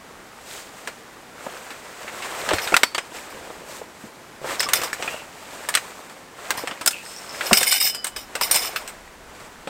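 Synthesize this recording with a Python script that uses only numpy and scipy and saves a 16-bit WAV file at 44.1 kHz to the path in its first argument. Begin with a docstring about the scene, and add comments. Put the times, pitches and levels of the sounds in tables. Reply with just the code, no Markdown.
"""Outdoors on dry needles, close and without echo: tent poles leave their canvas bag and are laid down with stakes.
The tubes clack as coloured noise bursts and ring as beating sines; as they slide, uneven slips excite a resonance.
Steel stakes jingle from scattered ticks and ringing modes; bag, poles and boots land as low notes in puffs of noise.
Canvas rubs and swishes in strokes of noise with popping folds and crackling needles, over wind rumble and steady air.
The hardest knocks overload the microphone, which rounds off their peaks."""
import sys
import numpy as np
from scipy import signal
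from scipy.fft import rfft, irfft, next_fast_len
from scipy.io import wavfile
from scipy.ndimage import map_coordinates

SR = 44100
rng = np.random.default_rng(int(sys.argv[2]) if len(sys.argv) > 2 else 0)


def transcribe(u):
    """Save the signal u as a 16-bit wav file named by the first command-line argument.

    u: samples, shape (n,) or (channels, n), limited to [-1, 1]; the rate is SR.
    q: integer samples, one column per channel.
    """
    v = np.clip(np.atleast_2d(u).T, -1, 1)
    q = np.round(v * 32767).astype(np.int16)
    wavfile.write(sys.argv[1], SR, q)


N = 427329

# Levels in the tables are relative: each layer has its own trims.
# tube strikes tube: start_s, level_db, extra hollow body_db, extra treble_db
TUBE_KNOCKS = [(0.8736, -28, 4.5, -13), (1.705, -35.5, 7, -13), (2.078, -34, -2, -32),
               (2.222, -32.5, -16, -18), (2.489, -20, -2, -19), (2.508, -22, -1, -30),
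               (2.534, -19.5, 2, -13), (2.584, -23.5, -22, -33), (2.674, -25.5, -7, -10),
               (2.722, -26, 12, -10), (2.742, -12.5, -13, -16), (2.7656, -8.5, -8, -8),
               (2.8332, -9, -2, -7.5), (2.9473, -23.5, 1, -13), (2.9804, -20.5, 2, -12),
               (4.604, -19, -0.5, 3), (4.629, -23.5, -12, -9), (4.688, -26.5, -1, -6),
               (4.734, -10.5, -26, 6.5), (4.816, -27.5, -1, -3), (4.835, -26.5, 0, 2),
               (4.93, -29.5, -10, -3), (5.0244, -26.5, -3, -20), (5.0769, -31, -16, -34),
               (5.688, -21, -2, -1), (5.74, -21, -14, -12), (5.7513, -11.5, -12, -3),
               (5.772, -21.5, -7, -10), (6.096, -45, -3, -5), (6.5057, -17.5, -2.5, -2.5),
               (6.5759, -32.5, -6, -3), (6.6734, -27.5, -4, -11), (6.711, -30.5, 1, -27),
               (6.8114, -30, 4.5, -6), (6.8607, -15.5, -1, 11), (6.8755, -10.5, -3.5, 6.5),
               (6.908, -30, -8, 1), (7.409, -23, -25, -27), (7.5304, -5.5, -34, -3.5),
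               (7.6298, -15, -34, 6), (7.723, -17.5, -25, 0), (7.811, -22, -1.5, 9), (7.866, -27, -18, 5),
               (7.947, -32, 0, 7), (8.045, -25.5, -5.5, 1), (8.068, -27.5, -3, 2.5), (8.163, -31, 3, -3),
               (8.353, -22.5, 3, -3), (8.4117, -19.5, 6, 0.5), (8.5119, -14, -10, 10), (8.544, -21, -3, 7),
               (8.56, -17.5, -1.5, 8), (8.7607, -24.5, -14, -10), (8.8763, -33, -12, -0.5),
               (9.673, -31.5, 10, -18)]
# colour of the clack: frequency_hz, level_db
CLACK_SPECTRUM = [(60, -32), (250, -2), (700, 5.5), (1500, 8), (2400, 6), (3400, 2), (5200, 1.5),
                  (6400, -1), (8200, 6.5), (10200, -6), (13000, -5), (16000, -11)]
# a harder blow presses the tubes together and damps them sooner
CLACK_T60_S, MEDIUM_BLOW_DB, DAMPING_DOUBLES_DB = 0.061, -20, 14.5
# a tube or stake left free sings on one note: start_s, pitch_hz, level_db, t60_s
FREE_NOTES = [(2.545, 4260, -34.5, 0.54), (2.62, 5750, -37, 0.2), (2.645, 4850, -37, 0.18),
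              (2.742, 1400, -5.5, 0.034), (2.834, 4490, -27.5, 0.23), (2.949, 4580, -25, 0.094),
              (2.982, 5080, -38, 0.21), (4.629, 3400, -27, 0.076), (4.665, 1166, -26, 0.17),
              (4.734, 3550, -25, 0.22), (4.931, 1730, -15, 0.016), (5.078, 2470, -21, 0.066),
              (5.752, 8500, -16, 0.039), (6.875, 5150, -13, 0.077), (7.708, 3650, -26, 0.33),
              (7.811, 4206, -36, 0.4), (7.671, 2153, -18.5, 0.1), (7.811, 5080, -19, 0.47),
              (7.835, 5325, -27, 0.37), (7.865, 3000, -34, 1), (7.948, 4940, -30, 0.35),
              (8.044, 8500, -16.5, 0.023), (8.512, 9000, -15.5, 0.29), (8.512, 5720, -19, 0.11)]
# tubes sliding on each other and in their bag: start_s, length_s, resonance_hz, level_db
TUBE_SLIDES = [(3.348, 0.61, 510, -43), (4.416, 0.097, 525, -38.5), (4.596, 0.078, 5280, -23.5),
               (5.096, 0.16, 2700, -37.5), (6.932, 0.11, 2640, -34), (7.053, 0.73, 5280, -46),
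               (7.054, 0.32, 8300, -46.5), (7.164, 0.049, 5520, -40), (7.294, 0.14, 5260, -40.5)]
# the stakes are jolted, chatter for a while and settle: start_s, level_db, hold_s
STAKE_JOLTS = [(2.542, -33, 0.016), (2.615, -31, .02), (3.3, -45, .012), (4.593, -34, 0.037),
               (4.734, -20.5, 0.022), (4.834, -30, .008), (6.571, -32.5, 0.019), (7.456, -31, .06),
               (7.531, -17, 0.048), (7.605, -23.5, 0.044), (7.666, -19, 0.024), (7.71, -19, 0.057),
               (7.801, -19, .07), (8.161, -34, 0.027), (8.353, -45, 0.019), (8.41, -22, 0.04),
               (8.514, -20.5, 0.062), (8.618, -27.5, .05), (8.759, -33.5, 0.017)]
JOLT_ATTACK_S, SETTLE_T60_S = 0.0053, 0.2
# modes of the stakes: pitch_hz, level_db, t60_s, spread between stakes_hz
STAKE_MODES = [(2190, -8, .12, 70), (2970, -8, .18, 45), (3680, -10, .2, 90), (4230, -13, .24, 20),
               (5060, -5, .22, 45), (5590, -9, .2, 55), (7250, -11, .22, 12), (8130, -6, .16, 70),
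               (9027, -5, .2, 8), (9986, -16, .24, 12), (10993, -13, .24, 12), (12035, -8, .22, 18),
               (13112, -8, .2, 35), (14230, -7, .2, 90), (15400, -13, .18, 50)]
# colour of each stake contact tick: frequency_hz, level_db
TICK_SPECTRUM = [(80, -64), (400, -20), (800, 23.5), (1200, -47), (2200, 24), (4300, 4), (5200, 29.5),
                 (6400, 8), (8300, 4), (10300, -5), (14000, -5), (16000, -5)]
# soft landings of bag, poles and boots: start_s, level_db, pitch_hz
SOFT_LANDINGS = [(1.464, -18, 577), (2.471, -20, 474), (2.514, -9.5, 624), (2.53, -11.5, 343),
                 (2.534, -19, 84.5), (2.721, -13, 690), (2.735, -14.5, 288), (3.502, -27, 610),
                 (3.745, -29, 496), (3.814, -25.5, 460), (4.038, -27.5, 211), (4.444, -17, 530),
                 (6.637, -20, 494), (7.511, -8, 689), (7.519, -7.5, 215), (7.611, -14.5, 744.7),
                 (9.672, -23.5, 290)]
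# strokes of the canvas, gathering speed and slowing again:
# fastest_s, rise_s, fall_s, rubbing_db, swish above rubbing_db
CANVAS_STROKES = [(0.55, 0.1, .09, -41.5, 2.5), (0.8, 0.39, .2, -46, -2.5), (1.47, 0.092, 0.42, -39.5, -5),
                  (2.7, 0.69, 0.11, -30.5, -5.5), (3.16, 0.03, 0.067, -37, -1.5),
                  (3.43, 0.58, 0.25, -41.5, -6), (3.76, 0.11, 0.058, -41, -0.5),
                  (4.05, 0.11, 0.056, -59, 9.5), (4.499, 0.052, 0.1, -28, -6),
                  (4.76, .12, 0.17, -29.5, -9.5), (5.04, 0.065, .17, -33.5, -4.5),
                  (5.66, 0.36, 0.42, -39, -4.5), (6.48, 0.1, 0.32, -35, -7.5), (7.12, 0.26, 0.14, -46, 3.5),
                  (7.55, 0.25, .14, -30, -4), (8.54, 0.19, 0.33, -33.5, -7), (9.42, 0.11, .07, -43.5, -6.5)]
IDLE_RUB_DB, IDLE_SWISH_DB = -49, -57  # the cloth never hangs quite still
# colour of cloth rubbing over the tubes: frequency_hz, level_db
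RUB_SPECTRUM = [(100, -18.5), (280, -9), (500, 2), (750, 0), (1400, -1), (2400, -4), (4000, -16),
                (9000, -60)]
# colour of the cloth's airy swish: frequency_hz, level_db
SWISH_SPECTRUM = [(900, -26), (2500, 1), (4500, 1.5), (6000, 0.5), (8000, 5), (10500, -7.5), (14000, -5.5),
                  (16000, -12)]
# wind rumbles on the microphone: start_s, length_s, level_db
WIND_GUSTS = [(0.15, 0.58, -61), (8.047, 1.7, -52.5)]
# colour of the wind rumble: frequency_hz, level_db
RUMBLE_SPECTRUM = [(15, -3), (35, -2), (60, -5.5), (110, -21), (400, -60)]
# colour of the open air: frequency_hz, level_db
AIR_SPECTRUM = [(12, -25), (20, -9), (113, -6), (228, -1), (422, -3), (472, -3), (624, -4), (802, -4),
                (1760, -8), (1910, -7.5), (2390, -14), (7110, -18.5), (16000, -29.5)]
TOP_HZ = 15850  # the treble falls away above this


def knocks(clack_db=4, ring_db=-30, bundle_db=-27, bundle_t60=0.31, snap_db=-1, snap_t60=0.005, attack_s=0.00028):
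    """Tubes pressed together give a snap and a dense, damped clack; the bundle buzzes on and the stakes ring faintly."""
    out, t = np.zeros(N), np.arange(SR // 3) / SR
    spot_hz = np.geomspace(300, 16000, 50)
    for start_s, level_db, body_db, treble_db in TUBE_KNOCKS:
        t60 = CLACK_T60_S * 2 ** ((MEDIUM_BLOW_DB - level_db) / DAMPING_DOUBLES_DB)
        hardness = [(700, body_db), (1400, 0), (3000, 0), (13000, treble_db)]
        # each point of contact favours its own groups of modes
        spot = np.column_stack([spot_hz, 3 * rng.standard_normal(len(spot_hz))])

        def colour_db(hz):
            """The clack's spectrum, bent by hardness and contact point."""
            return along(CLACK_SPECTRUM, hz) + along(hardness, hz) + along(spot, hz)

        clack = unit(coloured(rng.standard_normal(len(t)), colour_db))
        snap = amp(snap_db) * fade(t, snap_t60)
        bundle = amp(bundle_db) * fade(t, bundle_t60)
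        attack = 1 - np.exp(-t / attack_s)
        clack *= (fade(t, t60) + snap + bundle) * attack
        add(out, start_s, amp(level_db) * (amp(clack_db) * clack + amp(ring_db) * stake_ring(t)))
    return out


def tube_notes(pair_hz=22, pair_db=-8):
    """The metal is not quite round, so each note is a close, beating pair."""
    out, t = np.zeros(N), np.arange(SR // 2) / SR
    for start_s, hz, level_db, t60 in FREE_NOTES:
        note = np.sin(2 * np.pi * hz * t)
        neighbour = np.sin(2 * np.pi * (hz + pair_hz) * t)
        add(out, start_s, amp(level_db) * fade(t, t60) * (note + amp(pair_db) * neighbour))
    return out


def slides(slip_rate=900, width_hz=190, slip_db=4.5, catch_db=12, release=0.78, wander=0.014, wander_rate=22):
    """A catch, then quick, uneven slips excite one resonance of the tube wall, which wanders as the contact moves."""
    out = np.zeros(N)
    for start_s, length_s, hz, level_db in TUBE_SLIDES:
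        t = np.arange(round(length_s * SR)) / SR
        slips = (rng.random(len(t)) < slip_rate / SR) * amp(slip_db * rng.standard_normal(len(t)))
        slips[0] = amp(catch_db)
        wandering_hz = hz * (1 + wander * wobble(wander_rate)[:len(t)])
        turn = np.exp(2j * np.pi * np.cumsum(wandering_hz) / SR)
        # unwinding the pitch lets one plain decay act as a moving resonance
        decay = np.exp(-np.pi * width_hz * t)
        wall = (turn * signal.fftconvolve(slips / turn, decay)[:len(t)]).imag
        add(out, start_s, amp(level_db) * unit(wall) * np.abs(1 - t / length_s) ** release)
    return out


def chatter(rate=130, size_db=4, tick_db=-6, ring_db=-3, clink_db=-5):
    """A jolt clinks the stakes, then they touch many times a second: every contact ticks and sets a stake ringing."""
    out, t = np.zeros(N), np.arange(SR // 6) / SR
    tick_shape = fade(t, .032)
    for start_s, level_db, hold_s in STAKE_JOLTS:
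        length_s = hold_s + SETTLE_T60_S / 2
        clock = np.arange(round(length_s * SR) + len(t)) / SR
        ticks, rings = np.zeros((2, len(clock)))
        count = max(round(length_s * rate), 1)
        contacts_s = (np.arange(count) + rng.random(count)) * length_s / count
        for contact_s in contacts_s:
            strength = amp(size_db * rng.standard_normal())
            add(ticks, contact_s, strength * tick_shape * noise(TICK_SPECTRUM, size=len(t)))
            add(rings, contact_s, strength * stake_ring(t))
        jingle = amp(tick_db) * unit(ticks) + amp(ring_db) * unit(rings)
        jingle *= np.sqrt(length_s * SR / len(clock))
        settling = fade(np.maximum(clock - hold_s, 0), SETTLE_T60_S)
        shaking = np.minimum(clock / JOLT_ATTACK_S, 1) * settling
        add(out, start_s, amp(level_db) * shaking * jingle)
        add(out, start_s, amp(level_db + clink_db) * stake_ring(t))
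    return out


def stake_ring(t, scatter_db=5, pinched_db=-3, pinched_t60=0.13, pinched_hz=130, bend_db=-14, bend_t60=0.36, bends=10):
    """Two stakes touch: the free one rings on, the pinched one is detuned and damped; bending modes shift with the grip."""
    ring = np.zeros(len(t))
    draws = rng.standard_normal((len(STAKE_MODES), 3))
    for (hz, level_db, t60, spread_hz), (size, spot, pinch) in zip(STAKE_MODES, draws):
        free = fade(t, t60) * np.sin(2 * np.pi * (hz + spread_hz * size) * t)
        pinched = fade(t, pinched_t60) * np.sin(2 * np.pi * (hz + pinched_hz * pinch) * t)
        ring += amp(level_db + scatter_db * spot) * (free - amp(pinched_db) * pinched)
    bend_hz = rng.uniform(1400, 9600, bends)
    bending = rng.standard_normal(bends) @ np.sin(2 * np.pi * np.outer(bend_hz, t))
    return ring + amp(bend_db) * fade(t, bend_t60) * bending


def thuds(thud_db=-3, t60=0.045, typical_hz=550, linger=0.44, attack_cycles=0.69, puff_db=-6):
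    """The ground takes a soft blow: a short low note in a puff of noise; the lower it is, the slower it rises and dies."""
    out, t = np.zeros(N), np.arange(SR // 5) / SR
    for start_s, level_db, hz in SOFT_LANDINGS:
        puff_spectrum = [(40, -30), (hz / 2, -4), (hz, 0), (hz * 2, -5), (3000, -28), (9000, -60)]
        puff = noise(puff_spectrum, size=len(t))
        push = np.sin(2 * np.pi * hz * t) + 2 * amp(puff_db) * puff
        attack = 1 - np.exp(-t * hz / attack_cycles)
        shape = fade(t, t60 * (typical_hz / hz) ** linger) * attack
        add(out, start_s, amp(level_db + thud_db) * push * shape)
    return out


def canvas(rub_db=-2, swish_db=-1, flutter_db=1, crease_db=-7, crackle_db=-9):
    """Cloth rubs over the tubes and swishes; folds pop and dry needles crackle in it."""
    rub_gain, swish_gain = cloth_motion()
    folds = grains(rate=220, centre_hz=1232, octaves=0.69, cycles=2.4, size_db=5.5)
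    needles = grains(rate=220, centre_hz=4030, octaves=0.8, cycles=1.4, size_db=4.5)
    rubbing = amp(rub_db) * noise(RUB_SPECTRUM, size=N) + amp(crease_db) * folds
    swishing = amp(swish_db) * noise(SWISH_SPECTRUM, size=N) + amp(crackle_db) * needles
    # the cloth catches and lets go, so its level flutters
    flutter = amp(flutter_db * wobble(45))
    return flutter * (rub_gain * rubbing + swish_gain * swishing)


def cloth_motion():
    """Gains of rubbing and swishing: every stroke is a lopsided bell, and strokes add in power."""
    t = np.arange(N) / SR
    rub_power = np.full(N, amp(IDLE_RUB_DB) ** 2)
    swish_power = np.full(N, amp(IDLE_SWISH_DB) ** 2)
    for fastest_s, rise_s, fall_s, rub_db, swish_db in CANVAS_STROKES:
        width_s = np.where(t < fastest_s, rise_s, fall_s)
        stroke = amp(rub_db) * np.exp(-((t - fastest_s) / width_s) ** 2)
        rub_power += stroke ** 2
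        swish_power += (amp(swish_db) * stroke) ** 2
    return np.sqrt(rub_power), np.sqrt(swish_power)


def grains(rate, centre_hz, octaves, cycles, size_db):
    """Tiny damped ticks of uneven pitch and size, rate a second, together at rms 1."""
    count, t = round(rate * N / SR), np.arange(SR // 100) / SR
    when, size = rng.random((2, count, 1))
    hz = np.clip(centre_hz * 2 ** (octaves * rng.standard_normal((count, 1))), 300, 15000)
    strength = amp(-size_db * np.log(size + .02))  # many small, few large
    ticks = strength * np.exp(-hz * t / cycles) * np.sin(2 * np.pi * hz * t)
    at = (when * N).astype(int) + np.arange(len(t))
    return unit(np.bincount(at.ravel(), ticks.ravel(), minlength=N)[:N])


def wind(edge_s=0.064, lumps_db=3):
    """Light gusts buffet the microphone in uneven lumps."""
    t, strength = np.arange(N) / SR, np.zeros(N)
    for start_s, length_s, level_db in WIND_GUSTS:
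        to_edge_s = np.minimum(t - start_s, start_s + length_s - t)
        strength += amp(level_db) * np.clip(to_edge_s / edge_s, 0, 1)
    return strength * unit(amp(lumps_db * wobble(12)) * noise(RUMBLE_SPECTRUM, size=N))


def outdoors(air_db=-46):
    """The soft hush of the open air: coloured noise with a slight drift in level."""
    drift = amp(.5 * wobble(3))
    return amp(air_db) * drift * noise(AIR_SPECTRUM, size=N)


def amp(db):
    """Decibels to gain."""
    return 10 ** (np.asarray(db) / 20)


def unit(x):
    """Scaled to rms 1."""
    return x / np.sqrt(np.mean(x ** 2) + 1e-20)


def along(points, hz):
    """(frequency_hz, value) points read on a log frequency axis."""
    point_hz, value = np.transpose(points)
    return np.interp(np.log(hz + 1), np.log(point_hz + 1), value)


def wobble(rate):
    """A smooth random curve, rate knots a second."""
    knots = rng.standard_normal(int(N * rate / SR) + 4)
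    return map_coordinates(knots, [np.arange(N) * rate / SR])


def coloured(x, gain_db):
    """x shaped by a gain in dB that depends on frequency."""
    size = next_fast_len(len(x) + 4096)  # room for the filter's tail
    gain = amp(gain_db(np.fft.rfftfreq(size, 1 / SR)))
    return irfft(rfft(x, size) * gain, size)[:len(x)]


def noise(spectrum, size):
    """Noise of rms 1 with the given spectrum."""
    return unit(coloured(rng.standard_normal(size), lambda hz: along(spectrum, hz)))


def fade(t, t60):
    """Free decay, 60 dB down after t60 seconds (1 ms at least)."""
    return np.exp(-np.log(1000) * t / max(t60, 1e-3))


def add(track, start_s, sound):
    """Mix a sound into the track at start_s, cut off at the track's end."""
    room = track[max(round(start_s * SR), 0):][:len(sound)]
    room += sound[:len(room)]


def scene():
    """Everything is close by and dry."""
    metal = knocks() + tube_notes() + slides() + chatter()
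    return (metal + thuds() + canvas() + wind() + outdoors())[None]


def record(dry, low_cut_hz=22):
    """The loudest peaks are rounded off, the deepest bass is cut, and the treble drops steeply above TOP_HZ."""
    held = dry[0] / (1 + np.abs(dry[0]) ** 6) ** (1 / 6)
    held = signal.lfilter(*signal.butter(1, low_cut_hz, "high", fs=SR), held)
    # 1 dB down for every 10 Hz, to -80 dB
    return coloured(held, lambda hz: -np.clip((hz - TOP_HZ) / 10, 0, 80))[None]


dry = scene()
out = record(dry)
transcribe(out)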